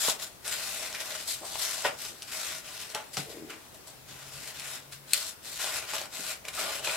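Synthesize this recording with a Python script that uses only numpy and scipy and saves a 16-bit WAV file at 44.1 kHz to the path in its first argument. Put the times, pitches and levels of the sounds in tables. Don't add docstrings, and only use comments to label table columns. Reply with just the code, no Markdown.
import sys
import numpy as np
from scipy import signal
from scipy.fft import rfft, irfft
from scipy.io import wavfile
from scipy.ndimage import uniform_filter1d

SR = 44100
rng = np.random.default_rng(int(sys.argv[2]) if len(sys.argv) > 2 else 0)


def store_wav(level_fs):
    pcm = np.round(np.clip(np.atleast_2d(level_fs), -1, 1) * 32767)
    wavfile.write(sys.argv[1], SR, pcm.T.astype(np.int16))


def rack_gain(trim_db):
    fader = np.asarray(trim_db, float)
    return 10 ** (fader / 20)


N = 306936


def evened(x):
    return x / np.sqrt(np.mean(x ** 2) + 1e-20)


def read(points, hz):
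    f, value = np.transpose(points)
    return np.interp(np.log(hz + 1), np.log(f + 1), value)


def columns(rows):
    s, *values = np.transpose(rows)
    return [np.interp(np.arange(N) / SR, s, v) for v in values]


def add(mix, s, sound):
    part = mix[round(s * SR):][:len(sound)]
    part += sound[:len(part)]


def band(x, lo_hz, hi_hz):
    sos = signal.butter(3, [lo_hz, min(hi_hz, SR * .45)], "band", fs=SR, output="sos")
    return evened(signal.sosfilt(sos, x))


def ring(x, hz, width):
    return signal.lfilter(*signal.iirpeak(hz, hz / width, SR), x)


def resonate(x, hz, width):
    turn = np.exp(2j * np.pi * np.cumsum(hz * np.ones(len(x))) / SR)
    r = np.exp(-np.pi * width / SR)
    return 2 * (turn * signal.lfilter([1 - r], [1, -r], x / turn + 1e-18)).real


def wander(seconds):
    span = max(round(seconds * SR), 1)
    return evened(uniform_filter1d(uniform_filter1d(rng.standard_normal(N), span), span))


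# frequency in Hz, density in dB per Hz.
CARD = [(150, -23), (380, -12.5), (700, -7.5), (1400, -5.5), (2500, -3), (6300, -10.5), (13000, -14.5),
        (15500, -26.5)]
# frequency in Hz, width in Hz, level in dB.
RINGS = [(642, 40, 10), (780, 40, 0), (1090, 50, -7), (1425, 50, -1), (1950, 200, -9), (2500, 200, -16),
         (5000, 300, -8), (7600, 500, -4)]


def cutting(per_s=9000, spread_db=2.5, clump_db=1.26, lurch_db=-0.52, wide=2.5, lag=0.89):
    size = rack_gain(spread_db * np.minimum(rng.exponential(1, N), 4.5)) * rng.choice([-1., 1.], N)
    clumps = rack_gain(clump_db * wander(0.0047) + lurch_db * wander(0.063))
    left = size * (rng.random(N) < per_s / SR) * clumps
    at = np.arange(N) + np.round(wide * rng.standard_normal(N) - lag).astype(int)
    right = np.bincount(np.clip(at, 0, N - 1), left, N)
    ticks = np.array([left, right])
    ringing = ticks + sum(rack_gain(db) * ring(ticks, hz, width) for hz, width, db in RINGS)
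    colour = rack_gain(read(CARD, np.fft.rfftfreq(N, 1 / SR)))
    parts = split(rfft(flexed(ringing)) * colour)
    return rack_gain(-2.5) * sum(gain * part for gain, part in zip(pressure(), parts))


def flexed(x, patchy_db=1.5):
    z = signal.stft(x, nperseg=256)[2]
    patches = rng.standard_normal(z.shape[1:])
    patches = evened(uniform_filter1d(uniform_filter1d(patches, size=4, axis=0), size=28, axis=1))
    return signal.istft(z * rack_gain(patchy_db * patches), nperseg=256)[1][:, :N]


PARTS_HZ = [1000, 3350, 6300]


def split(spectrum):
    hz = np.fft.rfftfreq(N, 1 / SR)
    below = [0] + [1 / (1 + (hz / edge) ** 10) for edge in PARTS_HZ] + [1]
    return [evened(irfft(spectrum * (hi - lo), N)) for lo, hi in zip(below, below[1:])]


# bite in seconds, length in seconds, level in dB,
# change over the stroke in dB, brightness in dB.
STROKES = [(0.009, 0.091, -41, 2.5, 6), (0.462, 0.41, -43, -4.5, 2.5), (.95, 0.037, -42.5, -5.5, -3.5),
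           (1.005, 0.22, -44, -1.5, 0), (1.285, 0.051, -47, -3.5, 10), (1.456, 0.2, -52, 5.5, 5.5),
           (1.606, 0.26, -41.5, -5, 3), (1.996, 0.1, -48.5, -0.5, 4), (2.33, 0.25, -44, -4.5, 3),
           (2.65, 0.18, -51, 3.5, 1), (2.884, 0.031, -55, 4.5, 2), (4.091, .2, -54.5, 2, -1),
           (4.324, 0.18, -51, 2.5, 1.5), (4.604, 0.15, -50.5, 5.5, 1.5), (5.082, .04, -60, 9.5, 3.5),
           (5.164, 0.13, -47, -3.5, 6), (5.451, 0.18, -51.5, -0.5, 4.5), (5.597, 0.18, -43, 4, 0),
           (5.881, 0.018, -44, 5, -2), (5.942, 0.096, -37, -7.5, -2), (6.136, 0.18, -47, 5.5, 2),
           (6.54, 0.071, -46, 6.5, 0.5), (6.592, 0.19, -41, 0.5, -1), (6.849, 0.12, -37.5, -2, -0.5)]
# start in seconds, level in dB,
# fading in dB per second, brightness in dB, boom in dB.
BRUSHES = [(0.198, -48, 152, 3, -7), (0.225, -44.5, 263, 4.5, -6), (.526, -38, 250, -1.5, -27),
           (.8, -47, 40, 0, -3), (1.04, -58, 45, 0, 9), (1.424, -60, 126, 4, 15),
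           (1.853, -27.5, 314, -9, -2), (2.225, -55, 206, 0, -4), (2.951, -36.5, 228, -5.5, -3.5),
           (3.135, -52.5, 86, 6, -10), (3.178, -41, 235, 2.5, -9), (3.299, -52.5, 96, 1, 0.5),
           (3.503, -42.5, 198, -6.5, -9.5), (3.748, -65, 370, 10.5, 12), (3.875, -57.5, 250, 7.5, 7),
           (4.929, -46.5, 350, 2.5, -11), (5.142, -38, 260, 4.5, -9.5), (5.826, -42.5, 217, -2.5, -4.5),
           (6.452, -51.5, 152, -3, 0), (6.486, -45.5, 500, 1.5, -7), (4.55, -49.5, 62, -1, -15),
           (.905, -55.5, 5, 3.5, -6), (2.28, -50.5, 60, 1.5, -18), (6.58, -50.5, 21, -8, 7)]


def pressure(bite_db_per_s=596, let_go_db_per_s=299, touch_db_per_s=1192, stroke_boom_db=-7):
    t = np.arange(0, N / SR + .002, .001)
    shapes = []
    for s, length, db, change_db, bright_db in STROKES:
        level_db = db + change_db * np.clip((t - s) / length, 0, 1)
        level_db -= bite_db_per_s * np.maximum(s - t, 0)
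        level_db -= let_go_db_per_s * np.maximum(t - s - length, 0)
        shapes.append((level_db, bright_db, stroke_boom_db))
    for s, db, fading, bright_db, boom_db in BRUSHES:
        level_db = db - touch_db_per_s * np.maximum(s - t, 0) - abs(fading) * np.maximum(t - s, 0)
        shapes.append((level_db, bright_db, boom_db))
    power = 0
    for level_db, bright_db, boom_db in shapes:
        parts_db = [[boom_db], [0], [0.08 + bright_db], [1.5 + 1.23 * bright_db]]
        power = power + rack_gain(level_db + np.array(parts_db)) ** 2
    return [np.interp(np.arange(N) / SR, t, np.sqrt(p)) for p in power]


# start in seconds, peak in dB, knock in dB re the crack, fizz in dB re the crack.
SNAPS = [(1.004, -15, -24, -16), (0.4518, -18, -36, -21), (0.478, -12.5, -25, -4), (0.5254, -9.5, -39, -11),
         (0.9274, -14.5, -24, -15), (0.9482, -15, -36, -11), (1.122, -17, -30, -19),
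         (1.5554, -14, -13, -13), (1.999, -26, -20, -23), (2.0507, -12, -20.5, -12), (2.221, -18, -30, -8),
         (2.228, -21.5, -33, -4), (2.394, -30, -13, -4), (2.8145, -26, -26, 2.5), (2.8997, -22, -14, -7),
         (2.9479, -8, -14, -12), (3.1694, -5.5, -17.5, -15), (3.7445, -32, -16, -6), (4.0907, -35, -20, -5),
         (4.596, -15, -33, -11), (4.923, -23, -34, -8), (5.9825, -12, -16, -20), (5.9352, -12, -12, -7.5),
         (5.595, -15.5, -17, -7), (5.627, -21, -29, 0), (5.643, -11.5, -18, -7.5),
         (6.0145, -13.5, -12, -12), (6.4517, -19.5, -22, -10), (6.4827, -24, -16, -0.5),
         (6.6562, -22, -17, -6)]


def snaps():
    out, t = np.zeros(N), np.arange(4000) / SR
    shape = np.minimum(t / 0.00096, 1) * (rack_gain(-60 * t / 0.0062) + 0.21 * rack_gain(-60 * t / 0.046))
    for s, db, knock_db, fizz_db in SNAPS:
        z = rng.standard_normal(4000)
        crack = band(z, 2200, 7000)
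        fizz = rack_gain(fizz_db + 6) * band(z, 7000, 11100)
        knock = rack_gain(knock_db + 12.0) * band(z, 370, 1110)
        add(out, s, rack_gain(db - 14.5) * (crack + fizz + knock) * shape)
    return out


# start in seconds, peak in dB, ring in Hz, t60 in seconds.
KNOCKS = [(.082, -10.5, 540, 0.023), (0.947, -31, 2393, 0.094), (1.411, -40, 330, 0.07),
          (1.43, -37.5, 636, 0.13), (1.847, -20.5, 607, 0.08), (1.848, -22, 1880, 0.039),
          (1.866, -44, 2920, 0.041), (2.949, -35, 450, 0.037), (2.95, -33, 854, 0.22),
          (3.17, -19, 1310, 0.017), (3.17, -34.5, 145, 0.2), (3.172, -28, 730, 0.051),
          (3.19, -35, 283, 0.093), (5.601, -38, 1410, 0.19), (6.575, -36.5, 1302, 0.3),
          (6.19, -43, 250, 0.15), (6.451, -30.5, 2380, 0.019), (6.484, -25, 2366, 0.025),
          (6.87, -25, 2490, 0.056), (6.894, -23, 2400, 0.042), (6.87, -31, 634, 0.22)]
# start in seconds, peak in dB, ring in Hz, t60 in seconds.
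CLACK = [
    (5.1336, -7.5, 4300, .011),
    (5.1336, -7, 8200, .013),
    (5.1337, -14, 2500, .012),
    (5.134, -15, 10500, .014),
]


def knocks():
    out, t = np.zeros(N), np.arange(9000) / SR
    for s, db, hz, t60 in KNOCKS + CLACK:
        t60 = max(t60, .005)
        z = rng.standard_normal(9000)
        rattle = 0.48 * band(z, 0.61 * hz, 1.81 * hz) * np.minimum(t / 0.0027, 1)
        swing = .7 * np.sin(2 * np.pi * hz * t) * rack_gain(-30 * t / t60)
        onset = np.minimum(t * hz / 1.73, 1)
        add(out, s, rack_gain(db - 60 * t / t60) * (swing + rattle) * onset)
    return out


# time in seconds, level in dB, resonance in Hz.
SCRAPE = [(3.25, -56, 463), (3.29, -48, 448), (3.32, -62, 433), (3.35, -46, 378), (3.4, -48.5, 316),
          (3.45, -51.5, 302), (3.52, -54, 346), (3.57, -63, 298), (3.63, -98, 280)]


def scrape(per_s=66, uneven=.25):
    level_db, hz = columns(SCRAPE)
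    slip_count = np.floor(np.cumsum(per_s * (1 + uneven * wander(.02))) / SR)
    slips = np.diff(slip_count, prepend=0) > 0
    drive = slips * rack_gain(1.5 * wander(.01)) + .03 * rng.standard_normal(N)
    t = np.arange(N) / SR
    on = np.clip(np.minimum(t - SCRAPE[0][0], SCRAPE[-1][0] - t) / .02, 0, 1)
    return on * rack_gain(level_db) * evened(resonate(resonate(drive, hz, 130), hz, 270))


# time in seconds, level in dB, pitch in Hz.
DRONE = [(3.85, -78, 129), (4.05, -67.5, 136.5), (4.3, -65.5, 137), (4.6, -68, 137), (4.8, -65.5, 134.2),
         (5.05, -65, 140), (5.2, -82, 140)]


def drone():
    level_db, hz = columns(DRONE)
    tone = np.sin(2 * np.pi * np.cumsum(hz + 2.84 * wander(0.0656)) / SR)
    return np.sqrt(2) * rack_gain(level_db + 3.5 * wander(0.018)) * tone


# delay in seconds, level in dB.
ECHOES = [(.0005, -11.5), (.0017, -15), (.0062, -7.5), (.0085, -10.5), (0.0145, -14.5)]
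# frequency in Hz, t60 in seconds.
ROOM = [(200, 0.27), (1000, 0.32), (4000, 0.13), (12000, 0.043)]


def answer(wet_db=-5):
    taps = np.zeros((2, SR // 3))
    at = np.arange(200, SR // 3 - 20, 20) + rng.integers(0, 20, (2, (SR // 3 - 201) // 20))
    np.put_along_axis(taps, at, rng.choice([-1., 1.], at.shape), 1)
    hz, t, z = signal.stft(taps, SR, nperseg=256)
    decay = rack_gain(-60 * t / read(ROOM, hz)[:, None])
    tail = signal.istft(z * decay, SR, nperseg=256)[1]
    paths = rack_gain(wet_db) * tail / np.linalg.norm(tail[0])
    paths[:, 0] += 1
    reach = rng.uniform(.75, 1.3)
    for (s, db), apart in zip(ECHOES, rng.integers(0, 14, (len(ECHOES), 2))):
        paths[[0, 1], round(s * reach * SR) + apart] += rack_gain(db)
    return paths / np.linalg.norm(paths[0])


def room(x, turns_per_s=1.3):
    turn = np.pi * turns_per_s * np.arange(N) / SR
    shares = [np.sqrt(2 / 5) * abs(np.cos(turn + k * np.pi / 5)) for k in range(5)]
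    direct_loss = sum(shares) * 0.7
    return sum(signal.oaconvolve(x * share / direct_loss, answer(), axes=1)[:, :N] for share in shares)


# frequency in Hz, density in dB per Hz.
HUSH = [(20, -34), (58, 16), (95, 1), (600, -1.5), (950, -4.5), (7500, -12.5), (15000, -12), (16500, -15.5)]
# frequency in Hz, left-right likeness from -1 to 1.
HUSH_SAME = [(60, 0.72), (180, 0.14), (550, 0.41), (1650, 0.048), (4970, -0.15), (15000, -0.15)]


def hush(level_db=-54.5, patchy_db=1.5):
    frames, hz = N // 256 + 5, np.fft.rfftfreq(1024, 1 / SR)
    a, b, c, d, patches = rng.standard_normal((frames, 513, 5)).T
    patches = evened(uniform_filter1d(uniform_filter1d(patches, 8, 0), 14, 1))
    same = np.clip(read(HUSH_SAME, hz), -1, 1)[:, None]
    left = a + 1j * b
    right = same * left + np.sqrt(1 - same ** 2) * (c + 1j * d)
    z = np.array([left, right]) * rack_gain(read(HUSH, hz)[:, None] + patchy_db * patches)
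    noise = signal.istft(z, nperseg=1024, noverlap=768)[1][:, :N]
    return rack_gain(level_db + 3.0) * evened(noise)


def scene():
    table = cutting() + snaps() + knocks() + scrape() + drone()
    return rack_gain(1.0) * room(table) + hush()


def band_limit(x):
    return signal.sosfilt(signal.butter(12, 16670, fs=SR, output="sos"), x)


# frequency in Hz, left minus right in dB.
LEAN = [(30, 3.5), (100, 1.5), (300, 3), (700, 0.5), (2400, 0.6), (4400, 4), (8100, 6.5), (13000, 2.5)]


def record(dry):
    hz = np.fft.rfftfreq(N, 1 / SR)
    lean = read(LEAN, hz) / 2
    bass_loss = hz ** 2 / (hz ** 2 + 35 ** 2)
    passed = bass_loss * np.where(hz < 15850, 1, rack_gain(-45))
    heard = irfft(rfft(dry) * rack_gain(np.array([lean, -lean])) * passed, N)
    return band_limit(heard)


dry = scene()
out = record(dry)
store_wav(out)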